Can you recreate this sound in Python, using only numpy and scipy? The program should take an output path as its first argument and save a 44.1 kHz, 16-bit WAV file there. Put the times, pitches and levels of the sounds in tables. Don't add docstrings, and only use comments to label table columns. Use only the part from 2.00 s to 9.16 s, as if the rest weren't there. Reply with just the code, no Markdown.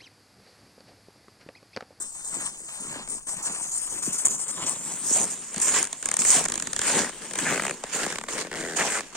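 import sys
import numpy as np
from scipy import signal
from scipy.fft import rfft, irfft, next_fast_len
from scipy.io import wavfile
from scipy.ndimage import map_coordinates

SR = 44100
rng = np.random.default_rng(int(sys.argv[2]) if len(sys.argv) > 2 else 0)


def master_out(mix):
    frames = np.transpose(np.atleast_2d(mix))
    ceiling = np.clip(frames, -1, 1)
    pcm = np.round(ceiling * 32767).astype(np.int16)
    wavfile.write(sys.argv[1], SR, pcm)


N = 315831
TIME = np.arange(N) / SR
LEAD_S = .005

# (pitch_hz, level_db)
POWDER_SPECTRUM = [(1500, -12.5), (3000, -27), (4200, -13.5), (5200, -4), (6300, -1), (7300, 3.5),
                   (8600, 0.5), (9400, -2.5), (10200, -10.5), (11200, -13.5), (15500, -18)]


def undb(db):
    return 10 ** (np.asarray(db) / 20)


def curves(table):
    times_s, *columns = np.transpose(table)
    return [np.interp(TIME, times_s, column) for column in columns]


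def unit(x):
    return x / np.sqrt(np.mean(x ** 2))


def blow(x, db):
    energy = np.mean(np.sum(x ** 2, axis=-1))
    return x * undb(db) / np.sqrt(energy / (SR / 100))


def filtered(x, response):
    size = x.shape[-1]
    hz = np.arange(size // 2 + 1) * SR / size
    return irfft(rfft(x) * response(np.maximum(hz, 1)), size)


def colour(x, points):
    hz, db = np.transpose(points)
    return filtered(x, lambda f: undb(np.interp(np.log(f), np.log(hz), db)))


def crust(x, lag_s):
    return filtered(x, lambda f: np.exp(-4j * np.pi * lag_s * np.sqrt(1000 * f)))


def spread(shared, apart, width=0.98, left_db=4.0, even_hz=1100):
    angle = lambda f: np.arctan(width * np.minimum(f / 5000, 1) ** 0.68)
    sides = np.array([[1], [-1]])
    middle = filtered(shared, lambda f: np.cos(angle(f)))
    difference = filtered(apart, lambda f: np.sin(angle(f)))
    both = middle + sides * difference
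    return filtered(both, lambda f: undb(sides * left_db / 2 / (1 + (f / even_hz) ** 2)))


def add(out, s, x):
    start = int(s * SR)
    out[:, start:start + x.shape[-1]] += x[:, :N - start]


def walk(rate):
    knots = rng.standard_normal(int(N / SR * rate) + 2)
    return 1.77 * np.interp(TIME * rate, np.arange(len(knots)), knots)


def grains(rate, scatter_db, bed):
    size = next_fast_len(N)
    hit = rng.random(size) < rate / SR
    strength = hit * undb(scatter_db * np.minimum(rng.exponential(size=size), 4))
    return (unit(strength) + bed) * rng.standard_normal((2, size))


def burst(length_s):
    t = np.arange(2048) / SR - LEAD_S
    swell = np.sin(np.pi * np.clip(t / length_s, 0, 1))
    return swell * rng.standard_normal((2, len(t)))


def flickering(x, depth_db, rate=30, per_octave=4):
    f, t, frames = signal.stft(x, SR, nperseg=512)
    place = np.meshgrid(per_octave * np.log2(1 + f / 300), rate * t, indexing="ij")
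    chance = map_coordinates(rng.standard_normal(size=(64, 512)), place, order=1, mode="mirror")
    _, varied = signal.istft(frames * undb(depth_db * chance), SR)
    return unit(varied[:, :N])


def thump(hz, lag_s, octaves, left_db=3.5, order=2, debris=0):
    push = debris * burst(length_s=0.0047)[0]
    push[int(LEAD_S * SR)] += 1
    wave = filtered(push, lambda f: np.exp(-.5 * np.abs(np.log2(f / hz) / octaves) ** order))
    return crust(wave, lag_s) * undb(np.array([[left_db], [-left_db]]) / 2)


def wind(level_db=-60, gust_db=2):
    # (pitch_hz, level_db)
    wind_spectrum = [(15, 6), (30, 6), (50, -3), (80, -9), (150, -6), (400, -26), (2000, -60)]
    rumble = colour(rng.standard_normal((2, next_fast_len(N))), wind_spectrum)[:, :N]
    return unit(rumble) * undb(level_db + gust_db * walk(3.77))


def scuff(since_s, length_s):
    attack_s, release_s, sag_db = 0.0078, 0.063, 2.5
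    attack = np.clip(since_s / attack_s, 0, 1)
    slide_db = -sag_db * np.clip(since_s / length_s, 0, 1)
    rest_db = -20 * np.maximum(since_s - length_s, 0) / release_s
    return attack * undb(slide_db + rest_db)


def footfall(since_s, rise_s, fall_s):
    step_curve = 1.61
    return undb(-20 * np.maximum(-since_s / rise_s, since_s / fall_s) ** step_curve)


def effort():
    # (start_s, hiss_db, crunch_db, deep_crunch_db)
    drag_levels = [(0, -50, -57, -64.5), (.65, -50.5, -53, -61.5), (1.25, -56, -59.5, -71),
                   (1.8, -53.5, -47.5, -58.5), (2.9, -45, -47, -47), (3.45, -49, -48, -54.5),
                   (4, -51.5, -50, -54), (5.2, -52, -44.5, -49), (5.8, -56.5, -47, -57),
                   (6.25, -62, -50.5, -49.5), (6.5, -71, -46, -46.5), (7.16, -66, -47, -55.5)]
    # (start_s, length_s, hiss_db, crunch_db, deep_crunch_db)
    scuff_list = [(0, 0.038, -41, -46.5, -52.5), (0.143, 0.098, -50, -51.5, -58.5),
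                  (0.238, .125, -43.5, -49, -55), (0.397, 0.076, -39.5, -41, -49),
                  (0.678, 0.16, -50, -47, -60), (0.795, 0.15, -46.5, -50.5, -47),
                  (1.081, .1, -43, -49.5, -47.5), (1.266, 0.076, -43, -42.5, -51.5),
                  (1.28, 0.018, -38.5, -50, -52), (1.361, 0.05, -44, -41, -45.5),
                  (1.419, 0.053, -36, -55, -61), (1.511, 0.14, -42.5, -44.5, -68),
                  (1.606, 0.096, -42, -51, -52), (1.71, .16, -38, -62, -62), (1.892, 0.1, -39.5, -46, -47),
                  (2.02, 0.065, -35.5, -40.5, -57), (2.123, 0.035, -37, -43, -47),
                  (2.179, 0.041, -37, -64, -66), (2.246, 0.023, -33.5, -35.5, -38.5),
                  (2.297, 0.053, -36.5, -52, -47), (2.387, 0.042, -39, -43, -65),
                  (2.477, 0.026, -35.5, -40.5, -54), (2.656, 0.063, -36, -39, -52),
                  (2.828, 0.13, -44, -45.5, -50), (3.035, 0.13, -40, -61, -58),
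                  (3.298, 0.04, -39, -45, -49), (3.558, 0.038, -56, -40, -41),
                  (3.612, 0.016, -27, -41, -58), (4.028, 0.16, -48.5, -41.5, -50.5),
                  (4.186, 0.059, -32, -37.5, -42), (4.483, 0.19, -55, -44, -46),
                  (5.205, 0.11, -51, -48.5, -46.5), (5.371, 0.05, -37, -41, -39),
                  (5.574, 0.17, -52, -42.5, -42), (5.924, 0.038, -39, -35.5, -38),
                  (6.092, 0.063, -49, -35, -43), (6.279, 0.067, -44.5, -33.5, -44),
                  (6.552, 0.17, -51, -39.5, -40), (6.761, 0.037, -35.5, -29, -43),
                  (6.847, 0.13, -40, -29, -46), (7.146, 0.035, -52, -31, -53)]
    # (full_weight_s, rise_s, fall_s, hiss_db, crunch_db, deep_crunch_db)
    step_list = [(.36, 0.08, 0.11, -42, -40.5, -45.5), (.955, 0.13, 0.15, -63, -38.5, -45.5),
                 (1.473, 0.053, 0.14, -47, -37, -46.5), (2.085, .084, 0.1, -52, -42, -44.5),
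                 (2.635, 0.1, 0.11, -43, -36.5, -39), (3.145, 0.14, 0.16, -30.5, -39.5, -55),
                 (3.2, 0.14, 0.23, -45, -37.5, -41.5), (3.681, 0.1, 0.099, -31.5, -34, -42.5),
                 (3.76, 0.063, 0.098, -28.5, -27, -35.5), (4.312, 0.081, .12, -24, -28.5, -43),
                 (4.37, 0.047, 0.1, -34, -28, -34.5), (4.909, 0.14, 0.077, -32.5, -27.5, -35),
                 (4.975, 0.11, 0.14, -37.5, -26, -32), (5.49, 0.17, 0.23, -41, -29.5, -33.5),
                 (6.022, 0.16, 0.11, -44, -28.5, -35), (6.402, 0.12, 0.058, -58, -30, -35.5),
                 (6.825, 0.086, 0.077, -48, -25, -36)]
    sole_lead_s, deep_lag_s = 0.0067, 0.0038
    delays = np.array([[-sole_lead_s], [0], [deep_lag_s]])

    t = TIME[::32]
    times_s, *drag_db = np.transpose(drag_levels)
    power = undb([np.interp(t, times_s, db) for db in drag_db]) ** 2
    for s, rise_s, fall_s, *levels_db in step_list:
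        power += (undb(levels_db)[:, None] * footfall(t - s - delays, rise_s, fall_s)) ** 2
    for s, length_s, *levels_db in scuff_list:
        power += (undb(levels_db)[:, None] * scuff(t - s, length_s)) ** 2
    return [np.interp(TIME, t, db) for db in 10 * np.log10(power)]


def sliding(level_db, closeness, gain_db=0, flutter_db=0.66):
    fine = unit(spread(*grains(rate=5400, scatter_db=2.0, bed=1.0), width=0.55))[:, :N]
    coarse = unit(spread(*grains(rate=900, scatter_db=-2.5, bed=0), width=0.87))[:, :N]
    share = .55 * np.clip(closeness, 0, 1)
    rub = np.sqrt(1 - share) * fine + np.sqrt(share) * coarse
    hiss = flickering(colour(rub, POWDER_SPECTRUM), depth_db=3.5, per_octave=9)
    return hiss * undb(level_db + gain_db + flutter_db * walk(110))


def judder(rate, decay_s, steady, uneven=.35):
    gaps_s = np.exp(uneven * rng.standard_normal(size=2048)) / rate
    starts = np.append(0, np.cumsum(gaps_s))
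    since_s = TIME - starts[np.searchsorted(starts, TIME, side="right") - 1]
    return unit(steady + np.exp(-since_s / decay_s))


def crunching(crunch_db, deep_db, closeness, crunch_gain_db=-1.0, deep_gain_db=0.0, flutter_db=1.0, rumble_hz=150):
    # (pitch_hz, level_db)
    far_spectrum = [(250, -24), (450, -10), (700, -4), (1020, 1), (1500, -4.5), (2400, -6), (3200, -6),
                    (4500, -11.5), (6000, -23), (15500, -57)]
    near_spectrum = [(250, -19), (420, -2), (700, -5.5), (1000, -5), (1220, -7), (1650, -1), (2500, -6),
                     (3100, -7), (3700, -10.5), (4600, -8.5), (6000, -11), (10000, -21), (15500, -36)]
    deep_spectrum = [(40, -30), (80, -15.5), (120, -6.5), (155, 0.5), (195, 0), (260, -0.5), (400, -4.5),
                     (600, -9.5), (1100, -35)]

    far = colour(spread(*grains(rate=2500, scatter_db=-1.0, bed=0.65), width=0.14), far_spectrum)
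    near = colour(spread(*grains(rate=1000, scatter_db=1.0, bed=1.0), width=1.0), near_spectrum)
    far_wave = crust(far, lag_s=.006)[:, :N] / np.std(far)
    near_wave = crust(near, lag_s=.003)[:, :N] / np.std(near)
    share = np.clip(closeness, 0, 1)
    top = np.sqrt(1 - share) * far_wave + np.sqrt(share) * near_wave
    top = flickering(top, depth_db=3.0) * judder(rate=97, decay_s=0.018, steady=0.93)
    top = top * undb(crunch_db + crunch_gain_db + flutter_db * walk(90))

    deep = colour(spread(*grains(rate=600, scatter_db=1.0, bed=0.49), width=0.71), deep_spectrum)
    deep = crust(deep, lag_s=0.00401)
    rumble = filtered(deep, lambda f: 1 / (1 + (f / rumble_hz) ** 6))
    deep = deep[:, :N] - share * rumble[:, :N]
    return top + flickering(deep, depth_db=4.5) * undb(deep_db + deep_gain_db)


def breaking(crack_gain_db=-2.0, slab_gain_db=0, crack_top_hz=9400):
    # (start_s, level_db, pitch_hz, travel_lag_at_1_khz_s)
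    slab_list = [(0.357, -41, 253, 0.0088), (0.953, -42, 420, 0.0054), (2.058, -29.5, 227, 0.012),
                 (2.248, -38.5, 745, 0.0078), (3.102, -33, 302, 0.0072), (3.193, -36.5, 201, 0.00536),
                 (4.408, -30, 560.4, 0.00357), (4.964, -33, 230, .004), (5.52, -37, 200, 0.0047)]
    # (start_s, level_db before crack_gain_db, lowest_hz)
    crack_list = [(2.252, -29, 6540), (2.255, -21, 7100), (2.256, -34, 6840), (2.259, -30, 6500),
                  (2.262, -27, 6900), (2.2698, -31, 6900), (2.2834, -34, 6800), (2.695, -33, 6500),
                  (3.2406, -35, 5970), (4.304, -21, 4770), (4.311, -28, 4900), (4.3180, -25, 4940),
                  (4.337, -33, 5500), (4.343, -35, 5470), (6.8209, -43, 4000)]

    out = np.zeros((2, N))
    for s, db, hz, lag_s in slab_list:
        add(out, s - LEAD_S, blow(thump(hz, lag_s, octaves=0.59), db + slab_gain_db))
    for s, db, low_hz in crack_list:
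        fracture = .17 * burst(length_s=.002)
        fracture[0, int((LEAD_S + .0004) * SR)] += 2
        band = lambda f: 1 / (1 + (f / crack_top_hz) ** 12) / (1 + (low_hz / f) ** 10)
        crack = filtered(spread(*fracture, width=0.94), band)
        add(out, s - LEAD_S, blow(crack, db + crack_gain_db))
    return out


def slips():
    # (start_s, spray_db, snap_db, ring_db, thud_db)
    single_list = [(1.074, -53, -45, -45, -50), (3.8265, -33.5, -41, -37, -48),
                   (3.9272, -40.5, -35.5, -41, -42), (4.0252, -42.5, -36, -42, -58),
                   (4.056, -35.5, -35.5, -36, -49), (4.0866, -38.5, -37, -35, -41),
                   (4.113, -37, -34, -31.5, -39), (4.1392, -36, -36, -37.5, -41),
                   (4.1662, -34, -32.5, -35.5, -44), (4.189, -38, -39, -37.5, -51),
                   (4.2173, -37, -33, -35, -57), (4.2489, -35, -31, -28.5, -40),
                   (4.439, -42, -38, -43, -47), (4.452, -37, -36, -38, -39),
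                   (4.457, -39.5, -31, -33, -35.5), (4.483, -40, -34, -48, -46),
                   (4.498, -42, -38, -45, -42), (4.519, -40, -30.5, -42, -43),
                   (4.538, -42.5, -34, -45, -41), (4.5545, -40, -33, -48, -47), (4.576, -41, -33, -46, -40),
                   (4.5976, -41, -32, -45, -44), (4.622, -41, -32, -46, -46), (4.67, -41.5, -30, -47, -54),
                   (4.73, -39.5, -30, -44, -49), (4.762, -38, -30.5, -39, -44),
                   (4.79, -37.5, -30, -34, -38), (4.814, -37.5, -27.5, -39, -42),
                   (5.044, -52, -47, -35, -36), (5.0916, -47, -38, -41, -39), (5.3869, -40, -30, -31, -43),
                   (5.595, -47, -37, -25, -33), (5.8364, -47, -34, -44, -31.5),
                   (6.0627, -45, -36, -39, -30.5), (6.1007, -49, -36, -40, -42),
                   (6.123, -50, -30, -36, -35.5), (6.1552, -51, -30, -38, -44),
                   (6.183, -48, -29, -33.5, -37), (6.2107, -53, -36, -38.5, -39),
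                   (6.2361, -51.5, -42, -37.5, -40), (6.284, -51, -34, -36, -36.5),
                   (7.005, -51, -36, -35.5, -37)]
    # (first_slip_s, last_slip_s, mean_gap_s, last_gap / first_gap, swell_from_first_to_last_db,
    #  spray_db, snap_db, ring_db, ring_pitch_hz, ring_half_width_octaves, thud_db, thud_pitch_hz)
    creak_list = [(3.199, 3.253, 0.0097, 1.6, -4, -41, -48, -64, 1750, .82, -40, 500),
                  (3.542, 3.621, 0.019, 1.2, 1.5, -44, -36.5, -49, 1750, 1, -50, 590),
                  (3.682, 3.702, 0.0066, .78, -3, -40, -46, -34.5, 1745, 0.83, -66, 596),
                  (3.787, 3.796, .007, 1.0, -4, -38, -46, -34, 1750, .6, -45, 599),
                  (3.841, 3.8707, 0.018, 2.4, -2.5, -44.5, -39, -41, 1732, 0.63, -60, 621.5),
                  (4.952, 5.028, 0.0098, 1.34, -4, -52, -42, -38.5, 1750, 0.46, -35.5, 450),
                  (5.308, 5.354, 0.023, 0.79, 2, -45.5, -36.5, -41.5, 1750, 0.89, -41, 580),
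                  (5.453, 5.508, 0.0063, 1.01, 0, -55, -50, -33, 1752, 0.53, -40, 560),
                  (5.515, 5.5755, 0.013, 2.4, 1, -48.5, -42, -32.5, 1750, 0.58, -33.5, 570),
                  (5.62, 5.7085, 0.015, 0.97, 1, -46.5, -42, -33.5, 1850, 0.61, -35.5, 600),
                  (6.447, 6.4686, .021, 1.0, -3, -61, -42, -43, 1746, 0.62, -39, 519),
                  (6.514, 6.5543, 0.0104, .55, -5.5, -56.5, -35, -36.5, 1740, 0.27, -38.5, 475.3),
                  (6.561, 6.616, 0.0058, 1.05, 1, -58, -37.5, -40, 1760, 0.35, -44, 440.3),
                  (6.6253, 6.7454, .012, 1.08, -1.5, -59, -39.5, -37.5, 1750, 0.29, -37.5, 420),
                  (6.785, 6.8217, 0.0051, 0.74, 1, -56, -43, -33, 1866, 0.65, -35.5, 670),
                  (6.88, 6.931, 0.0095, 1.17, 3, -54, -45, -36.5, 1797, .5, -45, 560),
                  (6.945, 6.994, .0087, 1.32, 4, -66, -43, -35, 1696, 0.65, -39, 516)]
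    single_ring_hz, single_ring_octaves, single_thud_hz = 1600, 0.64, 670
    slide_share, longest_s = .28, .0045
    jitter_s, scatter_db, scatter_octaves = .0003, 1.1, 0.13

    rows = []
    for s, spray_db, snap_db, ring_db, thud_db in single_list:
        rows.append((s, longest_s, spray_db, snap_db, ring_db, single_ring_hz, single_ring_octaves,
                     thud_db, single_thud_hz))
    for (first_s, last_s, gap_s, slowing, swell_db, spray_db, snap_db, ring_db, ring_hz, ring_octaves,
         thud_db, thud_hz) in creak_list:
        gap_count = max(round((last_s - first_s) / gap_s), 1)
        gaps = slowing ** np.linspace(0, 1, gap_count)
        length_s = min(slide_share * gap_s, longest_s)
        for share in np.append(0, np.cumsum(gaps)) / gaps.sum():
            late, force, pitch = rng.standard_normal(3)
            s = first_s + share * (last_s - first_s) + jitter_s * late
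            db = swell_db * (share - .5) + scatter_db * force
            rows.append((s, length_s, spray_db + db, snap_db + db, ring_db + db, ring_hz, ring_octaves,
                         thud_db + db, thud_hz * 2 ** (scatter_octaves * pitch)))
    return rows


def creaking(spray_gain_db=3.5, snap_gain_db=-3.5, ring_gain_db=0, thud_gain_db=0, click=4.0, tint_db=3.5,
             ring_scatter=0.055):
    # (pitch_hz, level_db)
    snap_spectrum = [(600, -7), (1200, -5), (1750, 1.5), (2550, -7.5), (3300, -4.5), (5000, -8),
                     (10000, -33)]
    break_share = .3
    ring_debris, thud_debris = .07, .03
    thud_lag_s, thud_head_start_s = .0075, 0.00495
    tail_hz, tail_db = 200, -12

    out = np.zeros((2, N))
    for s, length_s, spray_db, snap_db, ring_db, ring_hz, ring_octaves, thud_db, thud_hz in slips():
        break_s = break_share * length_s
        spray = colour(spread(*burst(length_s), width=0.48), POWDER_SPECTRUM)

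        shared, apart = burst(1.41 * length_s)
        shared[int((LEAD_S + break_s) * SR)] += 2 * click
        tint = [(hz, db + tint_db * rng.standard_normal()) for hz, db in snap_spectrum]
        snap = crust(colour(spread(shared, apart, width=1.0), tint), lag_s=0.001604)

        scattered_hz = ring_hz * np.exp(ring_scatter * rng.standard_normal())
        ring = thump(scattered_hz, lag_s=0.001407, octaves=ring_octaves, left_db=2.5, order=6,
                     debris=ring_debris)

        thud = blow(thump(thud_hz, thud_lag_s, octaves=0.61, debris=thud_debris), 0)
        thud = thud + blow(thump(tail_hz, thud_lag_s, octaves=0.46), tail_db)

        add(out, s - LEAD_S, blow(spray, spray_db + spray_gain_db) + blow(snap, snap_db + snap_gain_db))
        add(out, s - LEAD_S + break_s, blow(ring, ring_db + ring_gain_db))
        add(out, s - LEAD_S - thud_head_start_s, blow(thud, thud_db + thud_gain_db))
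    return out


def squeaking(gain_db=0, width=0.16, slip_hz=75, throb=0.46):
    # (start_s, length_s, first_pitch_hz, last_pitch_hz, level_db)
    squeak_list = [(3.151, 0.046, 880, 448, -37.5), (4.312, 0.1, 934, 647, -36.5),
                   (4.881, 0.23, 1910, 1657, -40.5), (5.453, 0.04, 1914, 1352, -31.5),
                   (6.78, 0.052, 1998, 1897, -28), (6.826, 0.043, 1011, 704, -35),
                   (6.939, 0.0442, 1750, 1097, -34.5)]
    out = np.zeros((2, N))
    for s, length_s, first_hz, last_hz, db in squeak_list:
        u = np.linspace(0, 1, int(length_s * SR))
        noise = rng.standard_normal(size=(2, 16384))
        real, imag = filtered(noise, lambda f: 1 / (1 + (f / (width * first_hz)) ** 4))[:, :len(u)]
        phase = 2 * np.pi * np.cumsum(first_hz * (last_hz / first_hz) ** u) / SR
        slip_rate = slip_hz * (1 + 0.15 * walk(71.0)[:len(u)])
        throbbing = 1 + throb * np.cos(2 * np.pi * np.cumsum(slip_rate) / SR)
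        band = (real * np.cos(phase) + imag * np.sin(phase)) * throbbing * np.sqrt(u * (1 - u))
        add(out, s, spread(unit(band), 0 * band) * undb(db + gain_db))
    return out


def shaded(x, closeness):
    shade_hz, shade_db, shade_from = 3030, -2.5, 0.74
    dull = filtered(x, lambda f: undb(shade_db / (1 + (shade_hz / f) ** 10)))
    share = np.clip((closeness - shade_from) / max(1 - shade_from, .01), 0, 1)
    return x + share * (dull - x)


def scene():
    # (start_s, lead_of_left_channel_s, added_left_minus_right_of_hiss_db, closeness 0 to 1)
    path = [(0, .000185, 3, 0.05), (1.5, .000145, 2.5, 0.04), (2.6, .000095, 4, 0), (3.2, 0, -1.5, 0.37),
            (4.3, 0, -2.5, 0.5), (5.6, .00002, 1, 0.67), (6.2, -.00005, -6.5, 0.86),
            (7.1, -.00004, -3, 0.87)]
    lead_s, pan_db, closeness = curves(path)
    hiss_db, crunch_db, deep_db = effort()
    hiss = sliding(hiss_db, closeness) * undb(np.array([pan_db, -pan_db]) / 2)
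    boots = shaded(crunching(crunch_db, deep_db, closeness) + creaking(), closeness)
    left, right = hiss + boots + breaking() + squeaking()
    right = map_coordinates(right, [(TIME - lead_s) * SR], order=5, mode="nearest")
    return np.array([left, right]) + wind()


def record(dry):
    # (pitch_hz, width_hz, boost_db)
    port_list = [(8543, 750, 17), (7020, 936, 14)]
    ceiling, top_hz = .75, 15900
    out = []
    for x, (hz, width_hz, boost_db) in zip(dry, port_list):
        ring = signal.lfilter(*signal.iirpeak(hz, hz / width_hz, fs=SR), x)
        out.append(x + (undb(boost_db) - 1) * ring)
    out[1] = filtered(out[1], lambda f: np.exp(-1j * np.pi / (1 + (8200 / f) ** 8)))
    rounded = ceiling * np.tanh(np.array(out) / ceiling)
    return signal.sosfilt(signal.ellip(12, .2, 90, top_hz, fs=SR, output="sos"), rounded)


dry = scene()
out = record(dry)
master_out(out)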